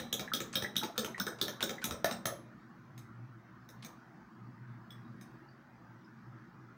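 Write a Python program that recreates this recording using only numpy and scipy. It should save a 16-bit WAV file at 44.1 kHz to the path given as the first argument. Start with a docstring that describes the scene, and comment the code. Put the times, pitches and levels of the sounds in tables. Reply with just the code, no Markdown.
"""A steel fork clinks in a ceramic bowl on a wooden table, beating eggs nearly five times a second.
Each impact excites the modes of fork, bowl and table, and the fork grazes the bowl again as it lifts.
Trapped air resonates in plops, the tines slap the egg, and the last strokes thump hollowly.
Then the fork stirs slowly, with a few light taps and bursting foam. A small hard-walled room
reverberates, and its low rumble lies under everything."""
import sys
import numpy as np
from scipy import signal
from scipy.fft import rfft, irfft, next_fast_len
from scipy.io import wavfile
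from scipy.ndimage import uniform_filter1d

SR = 44100
rng = np.random.default_rng(int(sys.argv[2]) if len(sys.argv) > 2 else 0)


def put_to_file(sound):
    """Save the sound as 16-bit audio at rate SR, in the file named by the first command-line argument."""
    columns = np.atleast_2d(sound).T  # one column per channel
    safe = np.clip(columns, -1, 1)
    whole_steps = np.round(safe * 32767)
    wavfile.write(sys.argv[1], SR, whole_steps.astype(np.int16))


N = 298556
AGE = np.arange(SR // 2) / SR  # time since an event (s)


def amp(db):
    """Decibels as an amplitude ratio."""
    return 10 ** (np.asarray(db) / 20)


def unit_rms(x):
    """Normalisation to an rms of 1."""
    return x / np.sqrt(np.mean(x ** 2) + 1e-20)


def curve_at(points, hz):
    """Interpolation of (frequency_hz, value) points on a logarithmic frequency axis."""
    freqs, values = np.transpose(points)
    return np.interp(np.log(hz + 1), np.log(freqs), values)


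def decay(t60, t=AGE):
    """Exponential damping: 60 dB down after t60 seconds."""
    return np.exp(-np.log(1000) * t / t60)


def onset(attack_s, t=AGE):
    """First-order rise from 0 towards 1."""
    return 1 - np.exp(-t / attack_s)


def filtered(x, response):
    """Linear filtering: the spectrum is multiplied by a frequency response."""
    size = next_fast_len(len(x) + 8192)
    return irfft(rfft(x, size) * response(np.fft.rfftfreq(size, 1 / SR)), size)[:len(x)]


def resonances(modes, f):
    """Response of damped oscillators (centre_hz, width_hz, gain_db), summed with alternating sign."""
    return sum((-1) ** k * amp(db) * 1j * f * width / (hz * hz - f * f + 1j * f * width)
               for k, (hz, width, db) in enumerate(modes))


def add(track, start_s, sound):
    """Superposition of a sound on the track; it may begin before time zero."""
    start = round(start_s * SR)
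    part, rest = track[max(start, 0):], sound[max(-start, 0):]
    part[:len(rest)] += rest[:len(part)]


# modes of fork, bowl and table pressed together: centre_hz, width_hz, gain_db
BODY_MODES = [(127.8, 160, -3), (214, 61, 6.5), (340, 117.8, -2.5), (522, 150, -4), (826, 71, -13),
              (1320, 150, -2.5), (1740, 140, -2.5), (2354, 530, -9), (3196, 317, -1.5), (3764, 283, 3),
              (5370, 340, -7), (5750, 460, -33.5), (5860, 395, -10), (6576, 730, -10.5), (8290, 230, 2.5),
              (9170, 750, -8.5), (10360, 520, -6.5), (11220, 400, -0.5), (13630, 1300, 0), (13730, 520, 3),
              (15000, 400, 6)]
# bounds of the five registers (knock, clack, clink, ting, sparkle): edge_hz
REGISTER_EDGES = [0, 700, 2800, 4400, 7500, 20000]


def impact(levels_db, chatter_t60):
    """Forced vibration: the tines chatter, then rattle along the glaze, driving the body's modes."""
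    clumps = unit_rms(np.exp(unit_rms(uniform_filter1d(rng.standard_normal(len(AGE)), size=48))))
    pressure = decay(chatter_t60) + amp(-25) * clumps * decay(0.1)
    force = rng.standard_normal(len(AGE)) * pressure * onset(0.00098)
    # each spot of the bowl favours other modes
    body = [(hz, width, db + 2.5 * rng.standard_normal()) for hz, width, db in BODY_MODES]
    sharpened = lambda gain: gain * abs(gain) ** 0.25  # deeper valleys between the modes
    sound = 0
    for low_hz, high_hz, level_db in zip(REGISTER_EDGES, REGISTER_EDGES[1:], levels_db):
        modes = [mode for mode in body if low_hz < mode[0] <= high_hz]
        register = filtered(force, lambda f: sharpened(resonances(modes, f)))
        sound += amp(level_db) * unit_rms(register)
    return sound


def ring(modes, scatter_db, detune):
    """Free vibration of damped modes; the moving egg shifts their strength and pitch at every blow."""
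    chance = rng.standard_normal((len(modes), 2))
    sound = 0
    for (hz, db, t60), (louder, higher) in zip(modes, chance):
        pitch_hz = hz * (1 + detune * higher)
        sound += amp(db + scatter_db * louder) * decay(t60) * np.sin(2 * np.pi * pitch_hz * AGE)
    return sound


def bubble(hz, cycles, rise, attack_s=0.00037):
    """Bubble resonance: trapped air rings for some cycles, its pitch climbing as it nears the surface."""
    t, t60 = AGE[:SR // 8], cycles / hz
    pitch_hz = hz * (1 + rise * (1 - 2 * np.exp(-3 * t / t60)))
    return np.sin(2 * np.pi * np.cumsum(pitch_hz) / SR) * decay(t60, t) * onset(attack_s, t)


def squelch(centre_hz, spread, cycles, length_s, count):
    """Air entrainment: small pockets of random pitch are torn into the egg behind the tines."""
    sound = np.zeros(len(AGE))
    for when, pitch, strength in zip(rng.random(count), rng.standard_normal(count), rng.random(count)):
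        hz = centre_hz * np.exp(spread * pitch)
        add(sound, when * length_s, strength * bubble(hz, cycles, rise=0.056))
    return sound


# modes that ring on after a contact: pitch_hz, level_db, t60_s
RING_MODES = [(1680, 7, 0.1), (2380, -13, 0.17), (3220, 4.5, 0.18), (3810, 8.5, 0.36), (3990, -0.5, 0.68),
              (5300, -1.5, .28), (5850, -7, 0.35), (6100, -3, 0.2), (8312, -22.5, 0.43), (8070, -16, 0.17),
              (10100, -15, 0.096), (14600, 0, .25), (15330, -5.5, .22)]


def contact(levels_db, ring_db=-12):
    """Impact excitation, with one level per register: the fork clinks, rings on and churns the egg."""
    knock_db, clack_db, clink_db, *_ = levels_db
    # hard blows are crisp, light ones drag along the glaze
    chatter_t60 = np.interp(clink_db, [-62.5, -47.5], [0.014, 0.006])
    sound = impact(levels_db, chatter_t60)
    sound += amp(clink_db + ring_db) * ring(RING_MODES, scatter_db=3, detune=0.0053)
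    sound += amp(clack_db + 19.5) * squelch(1346, spread=0.45, cycles=15, length_s=0.06, count=10)
    sound += amp(knock_db + 17.5) * squelch(365, spread=0.68, cycles=5.58, length_s=0.05, count=6)
    return reverberate(sound)


def tine(level_db, hz, t60):
    """A tine vibrates as a cantilever in a single damped mode."""
    return reverberate(amp(level_db) * decay(t60) * np.sin(2 * np.pi * hz * AGE))


# the fork landing on the bowl: start_s, clink_db, pitch_hz, clack_db
STROKES = [(-0.085, -17.5, 3600, -48), (0.1271, -21.5, 3350, -48), (0.3356, -20.5, 3700, -46),
           (0.5551, -18.5, 3860, -42.5), (0.7652, -19, 3370, -58.5), (0.9787, -24, 3530, -40),
           (1.1992, -29.5, 3700, -58.5), (1.4137, -19.5, 3600, -46), (1.6262, -20.5, 3540, -52),
           (1.8412, -27.5, 3980, -42.5), (2.0438, -28.5, 3550, -34), (2.2553, -30, 3160, -37)]
# a graze, in each register from knock to sparkle: level_db
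GRAZE_LEVELS = [-60, -60, -62, -64.5, -67.5]


def strokes(lift_s=0.067):
    """Nearly periodic impacts: the fork lands and, on all but the last, grazes the bowl as it lifts."""
    knock_db, ting_db, sparkle_db = -58.5, -57.5, -58  # alike for every stroke
    track = np.zeros(N)
    for start_s, clink_db, pitch_hz, clack_db in STROKES:
        add(track, start_s, contact([knock_db, clack_db - 16.5, clink_db - 29, ting_db, sparkle_db]))
        add(track, start_s, tine(clink_db - 9, pitch_hz, t60=0.032))  # the tine that lands first
    for start_s, *_ in STROKES[:-1]:
        add(track, start_s + lift_s, contact(GRAZE_LEVELS))
    return track


# the room's reverberation time: frequency_hz, t60_s
ROOM_DECAY = [(120, .45), (260, .36), (700, .38), (1840, .33), (4850, .29), (12800, .23)]
# the colour of its reverberation: frequency_hz, relative_db
ROOM_COLOUR = [(120, -2), (500, 7), (1400, -1), (3600, -2.5), (6000, 2.5), (9000, 6), (15000, 1.5)]


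def reverberate(sound, room_db=0, wall_s=0.0105):
    """Reverberation: the direct sound is followed by a diffuse tail and the nearest wall's reflection."""
    hz, t, spectra = signal.stft(rng.standard_normal(len(AGE)), SR, nperseg=256)
    spectra *= decay(curve_at(ROOM_DECAY, hz)[:, None], t)
    spectra *= amp(curve_at(ROOM_COLOUR, hz) - 31)[:, None]
    tail = signal.istft(spectra, SR, nperseg=256)[1][:len(AGE)]
    reflection = 1.2 * (AGE > wall_s) * decay(0.044, abs(AGE - wall_s))
    response = tail * (onset(0.00186) + reflection)
    return sound + amp(room_db) * signal.fftconvolve(sound, response)[:len(AGE)]


def coloured_noise(spectrum, patchy_db):
    """Spectrally shaped noise of rms 1, modulated by drifting patches of gain."""
    spectra = signal.stft(rng.standard_normal(N), nperseg=1024)[2]
    patches = uniform_filter1d(rng.standard_normal(spectra.shape), size=4, axis=0)
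    patches = uniform_filter1d(patches, size=6, axis=1)
    noise = signal.istft(spectra * amp(patchy_db * unit_rms(patches)), nperseg=1024)[1][:N]
    return unit_rms(filtered(noise, lambda f: amp(curve_at(spectrum, f))))


# spectra of a low room mode, the rumble and the airy rush: frequency_hz, relative_db
BOOM_SPECTRUM = [(40, -63), (95, -26), (110, -13.5), (118, 1), (132, -2), (150, -20), (260, -72.5)]
RUMBLE_SPECTRUM = [(20, -28), (45, -21), (64, -9), (85, -18.5), (150, -5), (192, 2), (208, -2.5), (232, 3),
                   (285, -11), (325, -2.5), (400, -16.5), (520, -31.5), (1200, -54.5)]
RUSH_SPECTRUM = [(200, -24.5), (500, -5.5), (850, -1.5), (1250, 2), (1700, -1.5), (2600, -17.5),
                 (3500, -22.5), (4600, -22), (6200, -25.5), (7600, -35), (10000, -43.5), (13000, -39),
                 (15000, -33), (16000, -22)]
# swells of the room mode: start_s, length_s
BOOM_SWELLS = [(2.782, 0.59), (4.385, 0.39), (4.892, 0.3), (6.272, 0.1)]
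# the rumble's course: time_s, level_db
RUMBLE_LEVELS = [(2.5, -55.5), (3.4, -59.5), (3.85, -56), (4.5, -58.5), (5.38, -54.5), (5.48, -58),
                 (6.77, -58.5)]


def room_noise(ramp_s=0.13):
    """Ambient noise: a standing wave booms under a rumble and a rush that partly follows its level."""
    t = np.arange(N) / SR
    swell = sum(np.clip(np.minimum(t - start_s, start_s + length_s - t) / ramp_s + 0.5, 0, 1)
                for start_s, length_s in BOOM_SWELLS)
    rumble_db = np.interp(t, *np.transpose(RUMBLE_LEVELS))
    rush_db = rumble_db.mean() - 5 + 0.38 * (rumble_db - rumble_db.mean())
    boom = amp(-60.5 + 8 * swell) * coloured_noise(BOOM_SPECTRUM, patchy_db=-1.5)
    rumble = amp(rumble_db) * coloured_noise(RUMBLE_SPECTRUM, patchy_db=2.5)
    rush = amp(rush_db) * coloured_noise(RUSH_SPECTRUM, patchy_db=3)
    return boom + rumble + rush


def splashing_bubbles(rows, gain_db, cycles, rise, splash, attack_s, room_db):
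    """Transient and resonance: each bubble opens with a tiny band-limited splash and rings briefly."""
    track = np.zeros(N)
    for start_s, level_db, hz in rows:
        burst = rng.standard_normal(len(AGE)) * decay(0.025) * onset(attack_s)
        spray = filtered(burst, lambda f: resonances([(hz, hz / 3, 0)], f) ** 4)
        sound = splash * spray / abs(spray).max()
        tone = bubble(hz, cycles, rise, attack_s)
        add(sound, 0, tone * onset(attack_s)[:len(tone)])
        add(track, start_s, reverberate(amp(level_db + gain_db) * sound, room_db))
    return track


# air pockets closing in the egg: start_s, level_db, pitch_hz
AIR_POCKETS = [(0.276, -28.5, 1750), (0.317, -22, 1260), (0.645, -16.5, 1880), (0.814, -28, 1425),
               (0.826, -29, 860), (0.956, -34.5, 1400), (1.145, -25, 1944), (1.203, -18.5, 1370),
               (1.273, -20.5, 1460), (1.596, -40.5, 1420), (1.629, -22, 1500), (1.781, -30.5, 1880),
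               (1.825, -32, 1530)]


def plops():
    """Viscous damping: thick egg stops an air pocket's resonance quickly, leaving a plop."""
    return splashing_bubbles(AIR_POCKETS, gain_db=1.5, cycles=20, rise=0.05,
                             splash=0.25, attack_s=0.0012, room_db=-3)


# tines hitting the egg: start_s, level_db
EGG_SLAPS = [(0.5277, -30.5), (0.7553, -26), (0.9602, -40), (1.1796, -26.5), (1.386, -36), (1.6064, -19.5),
             (1.6135, -30), (1.816, -34), (3.824, -37.5)]


def slaps():
    """A cloud of tiny, heavily damped bubbles crackles as the tines tear through the egg's skin."""
    track = np.zeros(N)
    for start_s, level_db in EGG_SLAPS:
        crackle = squelch(4160, spread=0.56, cycles=5.3, length_s=0.024, count=60) * decay(0.06)
        add(track, start_s, reverberate(amp(level_db - 4.5) * crackle / abs(crackle).max()))
    return track


# the last strokes, scooping deep: start_s, level_db
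DEEP_SCOOPS = [(2.045, -19), (2.255, -31.5)]
# the bowl rocking on the table: pitch_hz, level_db, t60_s
ROCKING_MODES = [(567, -7.5, 0.47), (595, 3.5, 0.17), (649, 4.5, 0.19), (691, 0.5, 0.25)]


def thumps():
    """Rocking knock: the bowl rocks on the table; its close low modes start in phase, then beat apart into a
    hollow tail."""
    track = np.zeros(N)
    for start_s, level_db in DEEP_SCOOPS:
        add(track, start_s, amp(level_db - 13) * ring(ROCKING_MODES, scatter_db=-1, detune=0.0084))
    return track


# two tines set ringing by the last stroke: start_s, level_db, pitch_hz, t60_s
TINE_NOTES = [(2.256, -45.5, 10850, 0.15), (2.256, -48, 11060, 0.18)]


def singing_tines():
    """Free vibration: two tines ring on at neighbouring high pitches."""
    track = np.zeros(N)
    for start_s, level_db, pitch_hz, t60 in TINE_NOTES:
        add(track, start_s, tine(level_db, pitch_hz, t60))
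    return track


# the fork touching the bowl while stirring: start_s, level_db
STIRRING_TAPS = [(2.9776, -46.5), (3.689, -46), (3.8468, -38.5), (4.9055, -48.5), (5.2107, -48)]
# a tap, in each register from knock to sparkle: relative_db
TAP_BALANCE = [-36, -33.5, -35, -34, -35.5]


def taps():
    """Light impacts excite the same modes as a stroke, with a larger share ringing on."""
    track = np.zeros(N)
    for start_s, level_db in STIRRING_TAPS:
        add(track, start_s, contact(level_db + np.array(TAP_BALANCE), ring_db=-8.5))
    return track


# foam bubbles bursting: start_s, level_db, pitch_hz
FOAM_BURSTS = [(4.9046, -42.5, 3410), (5.0484, -61.5, 3840), (5.4875, -55, 4660), (6.0462, -58.5, 5140)]


def foam():
    """Lightly damped resonance: small bursting bubbles ring high and for many cycles."""
    return splashing_bubbles(FOAM_BURSTS, gain_db=-3, cycles=180, rise=0.013,
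                             splash=0.18, attack_s=0.0005, room_db=-1)


def scene():
    """Superposition of fork, egg and room at one microphone."""
    mix = strokes() + room_noise() + plops() + slaps() + thumps() + singing_tines() + taps() + foam()
    return mix[None]


def record(dry, bass_hz=36, top_hz=15850):
    """Band limiting: the small microphone loses deep bass and cuts off steeply in the top treble."""
    low_pass = lambda f: 1 / (1 + (f / top_hz) ** 120)
    high_pass = lambda f: (1j * f / (bass_hz + 1j * f)) ** 2
    return np.array([filtered(channel, lambda f: low_pass(f) * high_pass(f)) for channel in dry])


dry = scene()
out = record(dry)
put_to_file(out)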